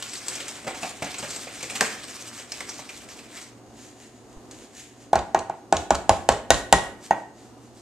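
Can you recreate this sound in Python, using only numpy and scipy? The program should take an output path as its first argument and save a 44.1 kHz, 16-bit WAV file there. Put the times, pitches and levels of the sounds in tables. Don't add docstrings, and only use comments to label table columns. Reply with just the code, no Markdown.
import sys
import numpy as np
from scipy import signal
from scipy.fft import rfft, irfft, next_fast_len
from scipy.io import wavfile
from scipy.ndimage import uniform_filter1d, map_coordinates

SR = 44100
rng = np.random.default_rng(int(sys.argv[2]) if len(sys.argv) > 2 else 0)


def transcribe(u):
    v = np.clip(np.atleast_2d(u).T, -1, 1)
    q = np.round(v * 32767).astype(np.int16)
    wavfile.write(sys.argv[1], SR, q)


def how_loud(loudness_db):
    steps = np.asarray(loudness_db, float) / 20
    return 10 ** steps


N = 344421

# pitch_hz, level_db (per Hz)
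DRONE_COLOUR = [(12, -45), (20, -50), (49, -9), (89, -10.5), (115, -10.5), (183, -13.5), (229, -2),
                (367, -6), (587, -12.5), (674, -10.5), (1460, -22), (2280, -31), (6910, -31), (13100, -46),
                (15000, -54)]
# pitch_hz, level_db
HUM_TONES = [(118.4, -58), (242.2, -71.5), (290.7, -59.5), (371.4, -61), (742.9, -63), (2837, -73.5),
             (6584, -69)]
# time_s, level_db
RUSTLE_CURVE = [(0.0, -40.5), (0.1, -43.5), (0.3, -37), (0.43, -38), (0.64, -46.5), (0.72, -48),
                (0.83, -37.5), (1.0, -46.5), (1.1, -39.5), (1.3, -37.5), (1.59, -43.5), (1.78, -36.5),
                (1.86, -34), (1.92, -36), (1.95, -39.5), (2.33, -43.5), (2.4, -39), (2.47, -52),
                (2.55, -42), (3.3, -51.5), (3.36, -40), (3.47, -50), (3.6, -68)]
# start_s, level_db, pitch_hz, rise_ms
SNAPS_AND_CLICK = [(0.024, -19, 3000, .6), (0.1326, -21.5, 8050, 1.4), (0.1525, -23, 4530, 1),
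                   (0.2821, -14.5, 7980, 0.52), (0.3513, -16, 6140, 2.7), (0.4022, -20.5, 3000, 1.5),
                   (0.4813, -21, 8200, 0.53), (0.644, -32, 1780, 1), (0.6674, -22, 2100, 2.3),
                   (0.6774, -20, 2070, 1), (0.7442, -24, 2300, 3), (0.8288, -19, 2730, 2.2),
                   (0.8507, -33, 2470, 1.2), (1.021, -17, 2370, 2), (1.0426, -21, 6840, 1.5),
                   (1.0859, -38, 3020, 1.5), (1.1404, -20, 2480, 1.9), (1.182, -16, 7740, 2.4),
                   (1.224, -23, 2600, 2.1), (1.3026, -17, 7400, 2.4), (1.3595, -22, 7900, 1.8),
                   (1.4687, -24, 2320, 5.6), (1.605, -22.5, 2300, 1.9), (1.627, -17, 6560, 1.1),
                   (1.6961, -18, 2350, 2.2), (1.7513, -13.5, 2700, 2.9), (1.808, -6, 1730, 0.44),
                   (2.3742, -25, 6220, 6), (2.5183, -17, 5260, 1.3), (2.6045, -20, 2090, 1),
                   (2.6857, -16, 5740, 5.4), (2.7894, -30, 2150, 1.3), (2.888, -20.5, 2330, 3.8),
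                   (3.0843, -32, 2130, 2), (3.1867, -29.5, 2350, 3), (3.3698, -31, 2840, 1.8),
                   (4.511, -31.5, 6840, 0.4)]
# start_s, level_db, pitch_hz
BAG_PATS = [(0.4026, -37, 567), (0.6443, -35.5, 592), (0.6674, -25.5, 560), (0.6775, -24.5, 720),
            (0.742, -35.5, 832), (0.8287, -22.5, 700), (0.8494, -33, 760), (1.021, -21, 675),
            (1.0444, -30, 266), (1.225, -26, 630), (1.4685, -35, 517), (1.6277, -33, 464),
            (1.7524, -32, 830), (1.8089, -22.5, 427), (1.8105, -20, 820), (2.5184, -43, 800),
            (2.6045, -38.5, 810), (2.683, -38, 810), (2.7893, -36, 770), (3.371, -43, 830)]
# pitch_hz, level_db (per Hz)
FILM_COLOUR = [(710, -23), (1200, -2.5), (1380, -7.5), (1760, -5), (2820, -3.5), (4220, -2), (8130, 0.5),
               (10800, -19), (13600, -20), (15000, -36)]
# pitch_hz, level_db (per Hz)
CRUMPLE_COLOUR = [(120, -44.5), (200, 6), (258, -1), (352, -7), (672, -3), (1020, -8.5), (2420, -3),
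                  (5000, -17), (6500, -40), (11000, -120)]
# peak_s, level_db, swell_db_per_s, fade_db_per_s
BRUSH_STROKES = [(3.79, -49, 202, 156), (4.02, -55, 40, 26), (4.516, -54, 1500, 220), (4.8, -43, 71, 148),
                 (5.022, -53.5, 260, 270), (7.39, -55.5, 202, 154), (7.66, -60, 396, 196)]
# pitch_hz, level_db (per Hz)
SWISH_COLOUR = [(760, -43), (1300, -16), (1600, -8), (1850, -3), (2150, -7.5), (2890, -7), (5790, -7.5),
                (6750, 0), (13700, -29.5), (14500, -31), (15000, -69)]
# peak_s, level_db, pitch_hz (sets how narrow the push is)
CAMERA_BUMP = (4.375, -38, 49)
# start_s, crack_db, knock_db, knock_hz, ring_db
CUP_TAPS = [(5.1309, -20, -5.5, 755, -45), (5.1557, -16.5, -9, 796, -33), (5.3463, -17.5, -7, 763, -33),
            (5.4972, -35, -18, 780, -66), (5.7253, -13.5, -6, 780, -65), (5.906, -12, -5.5, 780, -47),
            (6.0933, -7.5, -4, 787, -40), (6.289, -6.5, -4, 727, -25), (6.5046, 0.5, -2.5, 732, -16.5),
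            (6.726, 1.5, -1, 755, -14.5), (7.1083, -25, -6.5, 805, -22)]
# start_s, level_db
CUP_BOUNCES = [(5.1904, -23), (5.3906, -20), (5.5114, -48), (5.768, -14), (5.9476, -21), (5.9521, -15.5),
               (6.126, -32), (6.323, -20), (6.543, -15), (6.7604, -37.5)]
# pitch_hz, level_db, t60_s (time to fall 60 dB)
TUB_MODES = [(190, -25, 0.13), (261, -28.5, 0.058), (346, -20.5, 0.062), (552, -32, 0.045),
             (637.5, -17, 0.14), (878, -25, 0.052), (1071.5, -19.5, 0.14), (1278, -47, 0.062),
             (1475, -12.5, 0.034), (1680, -13, 0.026)]
# pitch_hz, level_db, t60_s
CUP_MODES = [(1555, -3.5, 0.14), (1897, 0.5, 0.2), (1870, 3.5, 0.12), (2780, -1, 0.035), (3430, -17, 0.056),
             (4150, -13, 0.02), (6500, -4, 0.065)]
# pitch_hz, level_db (per Hz)
CRACK_COLOUR = [(710, -18), (1200, 3.5), (1500, -8), (3140, -3), (3970, -0.5), (5180, -4), (7140, -1.5),
                (10600, -24), (13000, -60), (15400, -68)]
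# pitch_hz, level_db (per Hz)
HOLLOW_COLOUR = [(59, -28), (100, -5), (625, 3), (713, -9), (799, 4.5), (1310, -3.5), (1930, -13),
                 (2280, -9.5), (5000, -33), (6500, -47), (11000, -120)]
# time_s, level_db
FLOUR_CURVE = [(5.2, -78), (5.5, -69), (6.9, -62), (7.81, -65)]
# pitch_hz, t60_s
KITCHEN_FADE = [(60, 0.23), (250, 0.93), (700, 0.41), (2000, 0.57), (5000, 0.29), (12000, 0.38)]
# pitch_hz, likeness (1 = the same)
PORT_LIKENESS = [(60, 0.18), (180, 0.9), (550, 0.94), (1640, 0.47), (4960, 0.022), (15000, 0.012)]
# pitch_hz, level_db
PORT_LEAN = [(60, -2.0), (180, -0.5), (550, -1), (1640, 0), (4960, -3.5), (15000, 17)]

DRONE_DB = -50
CRUMPLE_DB = -6.5
STIR_DB, STIR_FADE_S = -16, 0.16
HEAVE_DB, HEAVE_FADE_S = -15, 0.41
SNAP_S, LONGER = 0.033, 8.7
PAT_S = 0.099
FIRM_DB = -7.5
WALLS_DB, WALLS_LOSS = -1.8, 0.37
THUMP_DB, THUMP_LOSS = -18.5, 1.7
ECHO_DB, ECHO_LOSS = -11.5, 0.8
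SLIDE_DB, SLIDE_GROWS, SLIDE_S = -45.5, 0.78, 0.061
TOP_HZ = 14200


def unit(x):
    return x / np.sqrt(np.mean(x ** 2) + 1e-20)


def along(points, hz):
    f, v = np.transpose(points)
    return np.interp(np.log(hz + 1), np.log(f + 1), v)


def wobble(rate):
    knots = rng.standard_normal(int(N * rate / SR) + 4)
    coarse_s = np.arange(0, N / SR + .01, .002)
    return np.interp(np.arange(N) / SR, coarse_s, map_coordinates(knots, [coarse_s * rate]))


def filtered(x, response):
    m = next_fast_len(x.shape[-1] + 2048, True)
    spectrum = rfft(x, m) * response(np.fft.rfftfreq(m, 1 / SR))
    return irfft(spectrum, m)[..., :x.shape[-1]]


def burst(t, t60, response):
    noise = unit(filtered(rng.standard_normal(len(t)), response))
    return noise * how_loud(-60 * t / t60)


def band(centre_hz, sharpness):
    return lambda hz: 1j * hz / (centre_hz ** 2 - hz ** 2 + 1j * hz * centre_hz / sharpness) * centre_hz


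def ringing(modes, t, scatter_db, drift):
    out = np.zeros(len(t))
    for hz, db, t60 in modes:
        fade = how_loud(db + rng.normal(0, scatter_db) - 60 * t / t60)
        wander = drift * np.cumsum(rng.standard_normal(len(t))) / np.sqrt(SR)
        out += fade * np.sin(2 * np.pi * hz * t + wander)
    return out


def add(track, s, sound):
    part = track[..., max(round(s * SR), 0):][..., :sound.shape[-1]]
    part += sound[..., :part.shape[-1]]


def curve_gain(curve):
    s, db = np.transpose(curve)
    return how_loud(np.interp(np.arange(N) / SR, s, db, left=-120, right=-120))


def peak_gain(s, db, swell_db_per_s, fade_db_per_s):
    late = np.arange(N) / SR - s
    return how_loud(db - np.maximum(-swell_db_per_s * late, fade_db_per_s * late))


def crackle(colour, per_second, spread_db, hiss, patchy_db):
    happens = rng.random(N) < per_second / SR
    clicks = happens * rng.standard_normal(N) * how_loud(spread_db * rng.exponential(size=N))
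    hz, _, z = signal.stft(unit(clicks) + hiss * rng.standard_normal(N), SR, nperseg=256)
    patches = uniform_filter1d(rng.standard_normal(z.shape), size=7, axis=0)
    patches = unit(uniform_filter1d(patches, size=8, axis=1))
    z = z * how_loud(along(colour, hz)[:, None] + patchy_db * patches)
    return unit(signal.istft(z, nperseg=256)[1][:N])


def soft_hiss(gain, colour, flutter_db):
    grains = crackle(colour, per_second=4100, spread_db=3.0, hiss=1.5, patchy_db=-0.4)
    return gain * how_loud(flutter_db * wobble(17)) * grains


def kitchen(x, wet_db):
    hz, t, z = signal.stft(rng.standard_normal((2, SR // 2)), SR, nperseg=256)
    fade = how_loud(-60 * t / along(KITCHEN_FADE, hz)[:, None])
    tail = signal.istft(z * fade, SR, nperseg=256)[1]
    tail = np.pad(tail / np.linalg.norm(tail[0]), ((0, 0), (260, 0)))
    tail = how_loud(wet_db) * tail
    tail[:, 0] = 1, -.45
    return signal.fftconvolve(x[None], tail, axes=1)[:, :len(x)]


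def refrigerator():
    noise = filtered(rng.standard_normal((2, N)), lambda hz: how_loud(along(DRONE_COLOUR, hz)))
    now = np.arange(N) / SR
    hum = np.zeros(N)
    for hz, db in HUM_TONES:
        level = np.sqrt(2) * how_loud(db - 2.0 + 2.6 * wobble(9.6))
        hum += level * np.sin(2 * np.pi * hz * now + (0.41 + hz / 900) * wobble(12))
    drone = how_loud(DRONE_DB + 1.5 * wobble(4.15)) * unit(noise)
    return drone + hum * [[1], [.3]]


def snap_swell(t, rise_ms):
    return (1 - np.exp(-t * 1000 / max(rise_ms, .1))) ** 2


def rustle():
    t = np.arange(SR // 2) / SR
    stir_power, heave_power = curve_gain(RUSTLE_CURVE) ** 2, np.zeros(N)
    for s, db, _, rise_ms in SNAPS_AND_CLICK:
        flare = how_loud(db + STIR_DB - 60 * t / STIR_FADE_S) * snap_swell(t, rise_ms)
        add(stir_power, s, flare ** 2)
    for s, db, _ in BAG_PATS:
        add(heave_power, s, how_loud(db + HEAVE_DB - 60 * t / HEAVE_FADE_S) ** 2)
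    bright = crackle(FILM_COLOUR, per_second=2000, spread_db=-0.5, hiss=1.0, patchy_db=2.0)
    bright = bright * how_loud(2.5 * wobble(45))
    dull = crackle(CRUMPLE_COLOUR, per_second=2100, spread_db=1.75, hiss=0.82, patchy_db=3.0)
    dull = dull * how_loud(0.87 * wobble(24.97))
    dull_power = how_loud(CRUMPLE_DB) ** 2 * stir_power + heave_power
    return np.sqrt(stir_power) * bright + np.sqrt(dull_power) * dull


def snaps_and_click():
    out, t = np.zeros(N), np.arange(SR // 6) / SR
    film = lambda hz: how_loud(along(FILM_COLOUR, hz))
    for s, db, snap_hz, rise_ms in SNAPS_AND_CLICK:
        length = SNAP_S + LONGER * rise_ms / 1000
        tick = 0.89 / (1 + 0.35 * rise_ms) * burst(t, 0.57 * length, film)
        pitched = 0.47 * burst(t, length, lambda hz: film(hz) * band(snap_hz, 6.5)(hz))
        add(out, s, how_loud(db) * (tick + pitched) * snap_swell(t, rise_ms))
    return out


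def pats():
    out, t = np.zeros(N), np.arange(SR // 6) / SR
    for s, db, thud_hz in BAG_PATS:
        body = lambda hz: band(thud_hz, 4.5)(hz) + 1.13 * band(200, 1.8)(hz)
        thud = burst(t, PAT_S, lambda hz: body(hz) / (1 + 1j * hz / 1500))
        add(out, s, how_loud(db) * thud * (1 - np.exp(-t / 0.0027)))
    return out


def bag_and_click():
    return kitchen(rustle() + snaps_and_click() + pats(), wet_db=-8)


def brush():
    strokes = sum(peak_gain(*stroke) for stroke in BRUSH_STROKES)
    return kitchen(soft_hiss(strokes, SWISH_COLOUR, flutter_db=3.0), wet_db=-5.0)


def bump():
    s, db, hz = CAMERA_BUMP
    return -how_loud(db) * np.exp(-((np.arange(N) / SR - s) * hz * np.pi) ** 2)


def crack_response(hz):
    return how_loud(along(CRACK_COLOUR, hz))


def tub_knock(t, crack_over_knock_db, knock_hz, cushion_db):
    u = t / (.00096 - .000022 * crack_over_knock_db)
    turns = knock_hz * (1.104 * t - 0.00075 * (1 - np.exp(-t / 0.0019)))
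    swell = 1.62 * u ** 2 * np.exp(-u - (u / 4.0) ** 6)
    knock = swell * np.sin(2 * np.pi * turns)
    echo = np.roll(knock, round(0.00745 * SR))
    return knock + how_loud(ECHO_DB - ECHO_LOSS * cushion_db) * echo


def tub_walls(t, cushion_db):
    tub_db = WALLS_DB - WALLS_LOSS * cushion_db
    modes = ringing(TUB_MODES, t, scatter_db=1.5, drift=9.3) * (1 - np.exp(-t / 0.0018))
    shake = burst(t, 0.23, lambda hz: how_loud(along(HOLLOW_COLOUR, hz))) * (1 - np.exp(-t / 0.00062))
    return how_loud(tub_db) * modes + how_loud(tub_db - 19.0) * shake


def rim_crack(t):
    tick = 1.68 * burst(t, 0.0046, lambda hz: crack_response(hz) * hz / 6000)
    crack = 0.58 * burst(t, 0.021, crack_response)
    noise_tail = how_loud(-27.5) * burst(t, 0.32, crack_response)
    return (tick + crack + noise_tail) * (1 - np.exp(-t / 0.00032))


def cup():
    out, rattle = np.zeros((2, N)), np.zeros(N)
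    t = np.arange(SR * 2 // 5) / SR
    for s, crack_db, knock_db, knock_hz, ring_db in CUP_TAPS:
        cushion_db = max(FIRM_DB - (crack_db - knock_db), 0)
        knock = tub_knock(t, crack_db - knock_db, knock_hz, cushion_db)
        tub = how_loud(knock_db + 5.5) * (knock - tub_walls(t, cushion_db))
        thump = burst(t, 0.24, lambda hz: band(70, 1.1)(hz) ** 2) * (1 - np.exp(-t / 0.013))
        thump = how_loud(knock_db + THUMP_DB - THUMP_LOSS * cushion_db) * thump
        crack = how_loud(crack_db + .5) * rim_crack(t)
        ring = ringing(CUP_MODES, t, scatter_db=1.0, drift=11.6) * (1 - np.exp(-t / 0.0012))
        ring = how_loud(ring_db - 4.0) * ring
        add(out, s, kitchen(tub + thump + crack + ring, wet_db=-11.0))
    for s, db in CUP_BOUNCES:
        add(rattle, s, how_loud(db - 4.0) * burst(t, 0.022, crack_response))
    return out + kitchen(rattle, wet_db=-8)


def flour():
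    t, slides = np.arange(SR // 2) / SR, curve_gain(FLOUR_CURVE)
    for s, crack_db, *_ in CUP_TAPS:
        slide = (t / SLIDE_S * np.exp(1 - t / SLIDE_S)) ** 3
        add(slides, s, how_loud(SLIDE_DB + SLIDE_GROWS * crack_db) * slide)
    return kitchen(soft_hiss(slides, FILM_COLOUR, flutter_db=5.0), wet_db=-5.0)


def ports(shared, opposed):
    turn = lambda hz: np.arccos(np.clip(along(PORT_LIKENESS, hz), -1, 1)) / 2
    weights = lambda hz: np.array([np.cos(turn(hz)), 1j * np.sin(turn(hz))])
    mid, side = filtered(np.array([shared, opposed]), weights)
    return np.array([mid + side, mid - side])


def scene():
    return ports(*(refrigerator() + bag_and_click() + brush() + cup() + flour())) + bump()


def top_cut(x):
    return signal.sosfilt(signal.butter(12, 15550, fs=SR, output="sos"), x)


def record(dry):
    lean = lambda hz: how_loud(np.outer([.5, -.5], along(PORT_LEAN, hz)))
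    heard = filtered(dry, lambda hz: lean(hz) / (1 + (hz / TOP_HZ) ** 40))
    return top_cut(np.clip(heard, -1, 1))


dry = scene()
out = record(dry)
transcribe(out)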